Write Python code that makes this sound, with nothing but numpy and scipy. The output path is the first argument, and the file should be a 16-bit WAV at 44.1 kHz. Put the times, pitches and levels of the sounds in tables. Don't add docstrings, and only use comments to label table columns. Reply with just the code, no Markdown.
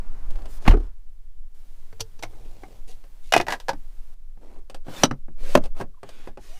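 import sys
import numpy as np
from scipy import signal
from scipy.fft import rfft, irfft, next_fast_len
from scipy.io import wavfile
from scipy.ndimage import uniform_filter1d

SR = 44100
rng = np.random.default_rng(int(sys.argv[2]) if len(sys.argv) > 2 else 0)


def master_out(mix):
    frames = np.transpose(np.atleast_2d(mix))
    ceiling = np.clip(frames, -1, 1)
    pcm = np.round(ceiling * 32767).astype(np.int16)
    wavfile.write(sys.argv[1], SR, pcm)


N = 290619
TIME = np.arange(N) / SR


def amp(db):
    return 10 ** (np.asarray(db) / 20)


def unit(x):
    return x / np.sqrt(np.mean(x ** 2) + 1e-20)


def read(points, hz):
    f, value = np.transpose(points)
    return np.interp(np.log(hz + 1), np.log(f + 1), value)


def swell(s, width_s, db):
    return amp(db) * np.exp(-((TIME - s) / width_s) ** 2)


def add(mix, s, sound):
    part = mix[max(round(s * SR), 0):][:len(sound)]
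    part += sound[:len(part)]


def noise(colour):
    size = next_fast_len(N, True)
    gain = amp(read(colour, np.fft.rfftfreq(size, 1 / SR)))
    spectrum = rfft(rng.standard_normal(size)) * gain
    return unit(irfft(spectrum, size)[:N])


def wobble(count, smooth):
    return unit(uniform_filter1d(rng.standard_normal(count), size=smooth))


def tone(hz):
    return np.sin(2 * np.pi * np.cumsum(hz) / SR)


def heave(depth_db, count=14):
    rates_hz, coarse = np.geomspace(.8, 6, count), TIME[::512]
    turns = np.outer(coarse, rates_hz) + rng.random(count)
    wave = np.sum(np.sin(2 * np.pi * turns) / np.sqrt(rates_hz), axis=1)
    return amp(depth_db * np.interp(TIME, coarse, unit(wave)))


# (frequency [Hz], relative density [dB per Hz])
STREET_COLOUR = [(53, -30.5), (90, -7), (114, -6), (222, -2.5), (483, -10), (1050, -9.5), (2950, -24),
                 (3430, -26.5), (9050, -32), (15500, -42.5)]
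STREET_DB, SEALED_S, SEAL_DB_PER_S = -55.5, 0.852, 200


def street():
    return noise(STREET_COLOUR) * amp(STREET_DB - SEAL_DB_PER_S * np.maximum(TIME - SEALED_S, 0))


# (frequency [Hz], relative density [dB per Hz])
AIR_COLOUR = [(53, -29), (90, -7.5), (288, -17), (398, -14.5), (473, -18.5), (883, -20), (1330, -23),
              (3080, -26), (13900, -31), (15500, -28)]
AIR_DB, LOUDER_AIR_DB = -70.5, -62.5
LOUDER_FROM_S, LOUDER_TO_S = 1.545, 4.145


def air():
    louder = (TIME > LOUDER_FROM_S) & (TIME < LOUDER_TO_S)
    return noise(AIR_COLOUR) * amp(np.where(louder, LOUDER_AIR_DB, AIR_DB))


# (frequency [Hz], relative density [dB per Hz])
RUMBLE_COLOUR = [(4, 5), (8, 15.5), (17, 11), (24, -2.5), (31, -5.5), (40, -14.5), (55, -14), (72, -31),
                 (100, -36.5), (160, -46), (300, -72.5)]
# (time [s], 1/e half width [s], peak gain [dB])
SURGES = [(0.352, 0.22, -16.5), (5.55, 0.16, -19)]
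RUMBLE_DB = -31


def rumble():
    gain = amp(RUMBLE_DB) * heave(depth_db=1.8) + sum(swell(*row) for row in SURGES)
    return noise(RUMBLE_COLOUR) * gain


def causal(gain):
    log_gain = np.log(np.maximum(np.r_[gain, gain[-2:0:-1]], 1e-6))
    return np.exp(np.conj(signal.hilbert(log_gain)))[:len(gain)]


def ring(modes, hz, strengths):
    gain = 1
    for strength, (f, width_hz, lift_db) in zip(strengths, modes):
        gain = gain + strength * (amp(lift_db) - 1) / np.hypot(1, 2 * (hz - f) / width_hz) ** 1.64
    return gain


# (frequency [Hz], t60 [s])
CABIN = [(80, 0.27), (250, .11), (700, 0.088), (2500, 0.072), (6000, .07), (15000, 0.07)]


def cabin(size):
    hz, t, z = signal.stft(rng.standard_normal(size), SR, nperseg=256)
    fade = amp(-60 * t / read(CABIN, hz)[:, None])
    tail = signal.istft(z * fade, SR, nperseg=256)[1][:size]
    return unit(tail * (1 - np.exp(-np.arange(size) / SR / 0.0089)))


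# (frequency [Hz], gain [dB])
CONTACT = [(30, -11.5), (70, -6.5), (130, -1.5), (700, 3.5), (1500, -3), (3000, -9.5), (6000, -16),
           (7500, -19.5), (11000, -24.5), (16000, -31)]


def blows(rows, modes, t60_s, snap_db, rise_s, cabin_db, level_db, size=12288):
    t, hz, out = np.arange(size) / SR, np.fft.rfftfreq(size, 1 / SR), np.zeros(N)
    edges_hz = [(110, 400), (400, 2500), (2500, 15000)]
    bands = [(hz > lo) & (hz <= hi) for lo, hi in edges_hz]
    for s, *levels_db in rows:
        body = amp(read(CONTACT, hz)) * ring(modes, hz, rng.uniform(.6, 1.3, len(modes)))
        decay = np.exp(-np.log(1000) * t / t60_s)
        rattle = unit(rng.standard_normal(size) * decay * (1 - np.exp(-t / rise_s)))
        snap = amp(snap_db) * unit(1. * (t == 0))
        force = rfft(snap + rattle + amp(cabin_db) * cabin(size))
        energy = [2 * np.sum(abs(force * body)[band] ** 2) / size for band in bands]
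        rms = np.sqrt(np.array(energy) / (SR / 100))
        thud, knock, click = np.array(levels_db) - 20 * np.log10(rms)
        hardness = amp(read([(300, thud), (480, knock), (2100, knock), (3100, click)], hz))
        add(out, s, irfft(force * causal(body * hardness)))
    return amp(level_db) * out


THUD_PER_BRIGHTNESS = 0.71


def touches(rows, thud_db):
    return [(s, db + thud_db - THUD_PER_BRIGHTNESS * bright, db, db + bright) for s, db, bright in rows]


def boom(s, hz, db, t60_s, rise_s, lag_turns):
    t = np.arange(SR) / SR
    turns = hz * t - lag_turns * (1 - np.exp(-t / 0.048))
    envelope = np.exp(-np.log(1000) * t / t60_s) * (1 - np.exp(-t / rise_s))
    out = np.zeros(N)
    add(out, s, amp(db) * np.sin(2 * np.pi * turns) * envelope)
    return out


def wander(x, patchy_db):
    z = signal.stft(x, nperseg=1024)[2]
    patches = uniform_filter1d(rng.standard_normal(z.shape), size=3, axis=0)
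    patches = unit(uniform_filter1d(patches, size=7, axis=1))
    return signal.istft(z * amp(patchy_db * patches), nperseg=1024)[1][:N]


def band_part(x, band_hz):
    return unit(signal.sosfilt(signal.butter(3, band_hz, "bandpass", fs=SR, output="sos"), x))


def slide(strokes, colour, grain_db, attack_s, release_s):
    out = np.zeros(N)
    slips = amp(grain_db * wobble(N, smooth=90))
    rub = wander(noise(colour), patchy_db=3.0) * slips
    body, hiss = band_part(rub, [170, 2000]), band_part(rub, [2000, 16000])
    for start, length, body_db, hiss_db in strokes:
        gather = np.clip((TIME - start) / min(attack_s, length), 0, 1)
        speed = gather * np.exp(-np.maximum(TIME - start - length, 0) / release_s)
        out += speed * amp(body_db) * body + speed ** 1.3 * amp(hiss_db) * hiss
    return out


# (start [s], length [s], middle knock level [dB], click over knock [dB])
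FIDGETS = [(0.343, .1, -48.5, -7.5), (4.413, .17, -56.5, -15)]


def fidgets(spread_db, count=3):
    rows = []
    for start, length, db, bright in FIDGETS:
        for k, (place, force) in enumerate(rng.random((count, 2))):
            rows.append((start + length * (k + place) / count, db + spread_db * (2 * force - 1), bright))
    return rows


# (time [s], knock before level_db [dB], click over knock [dB])
TRIM_TAPS = [(.307, -47.5, -3), (.457, -43, -6.5), (3.04, -52, -8), (4.374, -56, -22.5), (4.699, -40.5, -5),
             (4.746, -37.5, -5), (4.868, -44, -19), (4.884, -37, -24), (5.283, -48.5, -31),
             (5.639, -41, -4), (5.657, -42.5, -4.5), (5.766, -46, -12), (5.802, -30, -18),
             (5.812, -28.5, -15.5), (6.032, -36, -14.5), (6.091, -43, -2.5), (6.274, -35.5, -19),
             (6.374, -37.5, -17)]
# (frequency [Hz], width [Hz], nominal lift [dB])
TRIM_MODES = [(112, 17, 7), (392, 44, 8.6), (540, 57, 11), (679, 130, 6), (810, 84, 8.7), (1080, 79, 4.7),
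              (1630, 140, 4.5), (2620, 160, 6.7), (4600, 360, 3.7), (8540, 400, 9.9)]


def trim_taps():
    taps = touches(TRIM_TAPS + fidgets(spread_db=3.5), thud_db=-10.5)
    return blows(taps, TRIM_MODES, t60_s=.028, snap_db=-3, rise_s=.0008, cabin_db=-5.0, level_db=-2.5)


# (time [s], mean pitch [Hz], peak level [dB], length [s])
SQUEAKS = [(5.938, 1080, -58, 0.019), (5.963, 1000, -58, 0.033)]


def squeaks(waver):
    out = np.zeros(N)
    for s, hz, db, length in SQUEAKS:
        n = round(length * SR)
        pitch = hz * (1 + waver * wobble(n, smooth=40))
        add(out, s, amp(db) * np.hanning(n) * tone(pitch))
    return out


# (start [s], length [s], body [dB], hiss [dB])
SLEEVE = [(.29, .2, -54, -71), (.6, 0.051, -53.5, -56.5), (2.27, 0.516, -58, -67),
          (2.865, 0.052, -55.5, -53), (3.22, 0.087, -75.5, -60.5), (3.47, 0.058, -39.5, -47),
          (4.4, 0.19, -54.5, -70.5)]
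# (frequency [Hz], relative density [dB per Hz])
SLEEVE_COLOUR = [(150, -1), (420, 1), (800, -4), (1500, -21), (2500, -14), (6000, -16.5), (10000, -20.5),
                 (15500, -30)]
# (start [s], length [s], body [dB], hiss [dB])
HAND_SLIP = [(.47, 0.11, -66.5, -56)]
# (frequency [Hz], relative density [dB per Hz])
SLIP_COLOUR = [(150, -7), (3000, -4), (7000, -1.5), (13000, -3), (15500, -5)]


def brushes():
    out = slide(SLEEVE, SLEEVE_COLOUR, grain_db=3, attack_s=0.024, release_s=0.027)
    return out + slide(HAND_SLIP, SLIP_COLOUR, grain_db=0.0, attack_s=0.04, release_s=.01)


# (time [s], thud [dB], knock [dB], click [dB])
LID_LATCH = [(1.926, -54.5, -48.5, -62), (1.997, -50, -42.5, -47), (2.005, -42.5, -36, -27),
             (2.191, -55, -50.5, -52.5)]
# (frequency [Hz], width [Hz], nominal lift [dB])
LATCH_MODES = [(93.4, 16, 31), (445, 21, 19.7), (880, 20, 5.5), (2750, 100, 3.5), (4630, 170, 15),
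               (5850, 800, 14), (13200, 12000, 6.6)]
# (time [s], thud [dB], knock [dB], click [dB])
LID_STOP = [(2.226, -48, -37.5, -38), (2.234, -41, -30, -37), (2.334, -50, -55, -89),
            (2.635, -41, -40, -60)]
# (frequency [Hz], width [Hz], nominal lift [dB])
LID_MODES = [(106, 17, 20), (313, 43, 12), (768, 110, 16), (1510, 44, 7.1), (2170, 150, 13.7),
             (5870, 540, 5.5)]
# (frequency [Hz], relative density [dB per Hz])
MURMUR_COLOUR = [(50, -29.5), (85, -2.5), (110, 1.5), (140, -15), (190, -15.5), (400, -23), (1000, -46.5),
                 (4000, -81.5)]


def console_lid():
    out = blows(LID_LATCH, LATCH_MODES, t60_s=0.042, snap_db=-18, rise_s=0.0018, cabin_db=-17, level_db=-0.5)
    out += blows(LID_STOP, LID_MODES, t60_s=0.038, snap_db=-6, rise_s=0.0004, cabin_db=-7.5, level_db=-0.5)
    return out + noise(MURMUR_COLOUR) * swell(s=2.45, width_s=0.51, db=-57)


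# (time [s], thud [dB], knock [dB], click [dB])
FOB_DROP = [(3.3235, -48, -19, -21), (3.3372, -42, -11.5, -17), (3.35, -29.5, -22.5, -29),
            (3.3644, -20, -10, -23), (3.3775, -27.5, -26.5, -24.5), (3.4005, -27.5, -19.5, -34.5),
            (3.412, -32.5, -32, -33)]
# (frequency [Hz], width [Hz], nominal lift [dB])
FOB_MODES = [(342, 82, 6.9), (610, 80, 2), (706.6, 100, 10), (844, 53, 5), (1692, 88, 9), (1983, 78, 11),
             (2508, 87, 13), (2870, 100, 11), (3650, 100, 5.4), (5440, 1100, 6)]
# (time [s], knock [dB], click over knock [dB])
FOB_SETTLE = [(3.468, -35, -9.5), (3.484, -24.5, -12), (3.506, -31.5, -4.5), (3.5235, -25, -6.5),
              (3.536, -32.5, -9.5), (3.601, -47, 1)]
# (frequency [Hz], width [Hz], nominal lift [dB])
SETTLE_MODES = [(794, 82, 10.3), (950, 110, 9.4), (1650, 110, 16.4), (1950, 110, 12.3), (2590, 630, 4.4),
                (5350, 780, 2.9)]
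# (time [s], thud [dB], knock [dB], click [dB])
STRAP_DROP = [(3.6845, -60, -30, -42.5), (3.6923, -41, -24.5, -36.5), (3.733, -41, -43.5, -58.5)]
# (frequency [Hz], width [Hz], nominal lift [dB])
STRAP_MODES = [(545, 23, 9.8), (870, 120, 12.9), (1530, 46, 9.3), (1660, 100, 8.6), (5060, 1700, 8.1)]


def key_fob():
    out = blows(FOB_DROP, FOB_MODES, t60_s=.03, snap_db=-4.5, rise_s=0.00033, cabin_db=-10, level_db=0.0)
    settle = touches(FOB_SETTLE, thud_db=-26)
    out += blows(settle, SETTLE_MODES, t60_s=0.031, snap_db=-2.0, rise_s=0.00014, cabin_db=-2.5, level_db=2.0)
    return out + blows(STRAP_DROP, STRAP_MODES, t60_s=0.036, snap_db=0.0, rise_s=0.00099,
                       cabin_db=-6, level_db=5.5)


# (start [s], length [s], body [dB], hiss [dB])
WEBBING = [(6.025, 0.257, -55.5, -63), (6.38, .22, -58, -57.5)]
# (frequency [Hz], relative density [dB per Hz])
WEBBING_COLOUR = [(150, -6), (350, -11), (480, -8), (780, -14), (1000, -16.5), (2100, -11), (3800, 1),
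                  (5000, 1), (6300, 0), (9000, -3), (15500, -11)]
WEAVE_S, WEAVE_HZ, WEAVE_RISE_HZ_PER_S = 6.54, 694, 2600


def weave(waver, width_s, db):
    hz = np.maximum(WEAVE_HZ + WEAVE_RISE_HZ_PER_S * (TIME - WEAVE_S), 0)
    pitch = hz * (1 + waver * wobble(N, smooth=150))
    return swell(WEAVE_S, width_s, db) * tone(pitch)


def belt_webbing():
    out = slide(WEBBING, WEBBING_COLOUR, grain_db=1.0, attack_s=.06, release_s=.025)
    return out + weave(waver=.028, width_s=0.053, db=-54)


# (start [s], length [s], body [dB], hiss [dB])
RAIL = [(4.835, .2, -38.5, -40.5), (5.36, .193, -41.5, -42), (5.59, .075, -44, -54), (5.74, .077, -41, -48)]
# (frequency [Hz], relative density [dB per Hz])
RAIL_COLOUR = [(150, 0.5), (300, -5), (550, -0.5), (850, -8), (1350, -9), (1900, -16.5), (3000, -16.5),
               (5500, -21.5), (9000, -25.5), (15500, -31)]
# (time [s], thud [dB], knock [dB], click [dB])
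PIN_SNAP = [(5.035, -20.5, -9.5, -11), (5.0395, -11, -23, -23), (5.052, -25.5, -28.5, -28.5)]
# (time [s], thud [dB], knock [dB], click [dB])
PIN_SEAT = [(5.1117, -23, -27, -43)]
# (frequency [Hz], width [Hz], nominal lift [dB])
PIN_MODES = [(160.7, 49.5, 5.5), (245, 56, 12.3), (549, 69, 10.3), (1048, 190, 1.7), (1320, 200, 9.7),
             (2975, 170, 13), (3924, 160, 14.7), (5000, 550, 9.4), (5870, 280, 18.2), (8600, 350, 10)]
# (time [s], thud [dB], knock [dB], click [dB])
TOP_STOP = [(5.553, -9.5, -5.5, -21.5), (5.575, -17, -21.5, -37.5)]
# (frequency [Hz], width [Hz], nominal lift [dB])
STOP_MODES = [(120, 7.7, 2), (250, 45, 7.4), (380, 50, 6.5), (573, 140, 17), (690, 130, 9.8),
              (1080, 270, 7), (1380, 420, 8.9), (2700, 150, 6), (6300, 500, 4)]


def height_adjuster():
    out = slide(RAIL, RAIL_COLOUR, grain_db=1.2, attack_s=0.37, release_s=.009)
    out += blows(PIN_SNAP, PIN_MODES, t60_s=0.033, snap_db=-7.0, rise_s=0.001, cabin_db=-15.5, level_db=-1.5)
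    out += blows(PIN_SEAT, PIN_MODES, t60_s=0.026, snap_db=-5, rise_s=.0004, cabin_db=-12, level_db=-1.5)
    out += boom(s=5.113, hz=140, db=-20.5, t60_s=0.11, rise_s=0.0023, lag_turns=0)
    return out + blows(TOP_STOP, STOP_MODES, t60_s=.027, snap_db=0.5, rise_s=0.00066,
                       cabin_db=-13.5, level_db=0.5)


# (thud [dB], knock [dB], click [dB])
SHUDDER_DB, SHUDDER_LOSS_DB = (-14, -24.5, -53), (10, 10.5, 4)
SHUDDER_START_S, SHUDDER_GAP_S = .736, .032


def shudder(count=5):
    rows = []
    for k in range(count):
        levels_db = np.array(SHUDDER_DB) - k * np.array(SHUDDER_LOSS_DB)
        rows.append((SHUDDER_START_S + k * SHUDDER_GAP_S, *levels_db))
    return rows


# (time [s], thud [dB], knock [dB], click [dB])
DOOR_SEAL = [(.652, -36, -37, -49), (.662, -29, -30.5, -43), (.681, -24.5, -33, -33.5),
             (.707, -30.5, -28, -37)]
# (time [s], thud [dB], knock [dB], click [dB])
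DOOR_LATCH = [(.677, -12, -15.5, -25)]
# (frequency [Hz], width [Hz], nominal lift [dB])
DOOR_MODES = [(74, 60, 13.5), (177, 15, 0), (366, 25, 7.5), (726, 120, 4), (1095, 86, 7), (1830, 1400, 9.5),
              (2790, 390, 8)]
# (frequency [Hz], width [Hz], nominal lift [dB])
PANEL_MODES = [(358, 65, 7.7), (432, 114, 24.6), (780, 73, 16), (1260, 170, 9.8), (1510, 100, 9.4)]


def door():
    out = blows(DOOR_SEAL, DOOR_MODES, t60_s=0.092, snap_db=-22, rise_s=0.0016, cabin_db=-2.5, level_db=1.5)
    out += blows(DOOR_LATCH, DOOR_MODES, t60_s=0.023, snap_db=-23.5, rise_s=.0031, cabin_db=-9, level_db=1)
    out += blows(shudder(), PANEL_MODES, t60_s=0.049, snap_db=-11, rise_s=.0038, cabin_db=-13.5, level_db=-.5)
    out += boom(s=.682, hz=33.3, db=1, t60_s=.36, rise_s=.002, lag_turns=.24)
    out += boom(s=.68, hz=71.4, db=-11.5, t60_s=0.34, rise_s=0.0037, lag_turns=0)
    return out + boom(s=.6778, hz=185, db=4, t60_s=.024, rise_s=.0008, lag_turns=0)


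def scene():
    background = street() + air() + rumble()
    hands = trim_taps() + squeaks(waver=0.085) + brushes()
    console = console_lid() + key_fob()
    belt = belt_webbing() + height_adjuster()
    return (background + hands + console + belt + door())[None]


EDGE_HZ = 15560


def record(dry):
    rounded = dry / (1 + (dry / .94) ** 6) ** (1 / 6)
    lowpass = signal.firwin(401, EDGE_HZ, window=("kaiser", 9), fs=SR)
    return signal.oaconvolve(rounded, lowpass[None], "same")


dry = scene()
out = record(dry)
master_out(out)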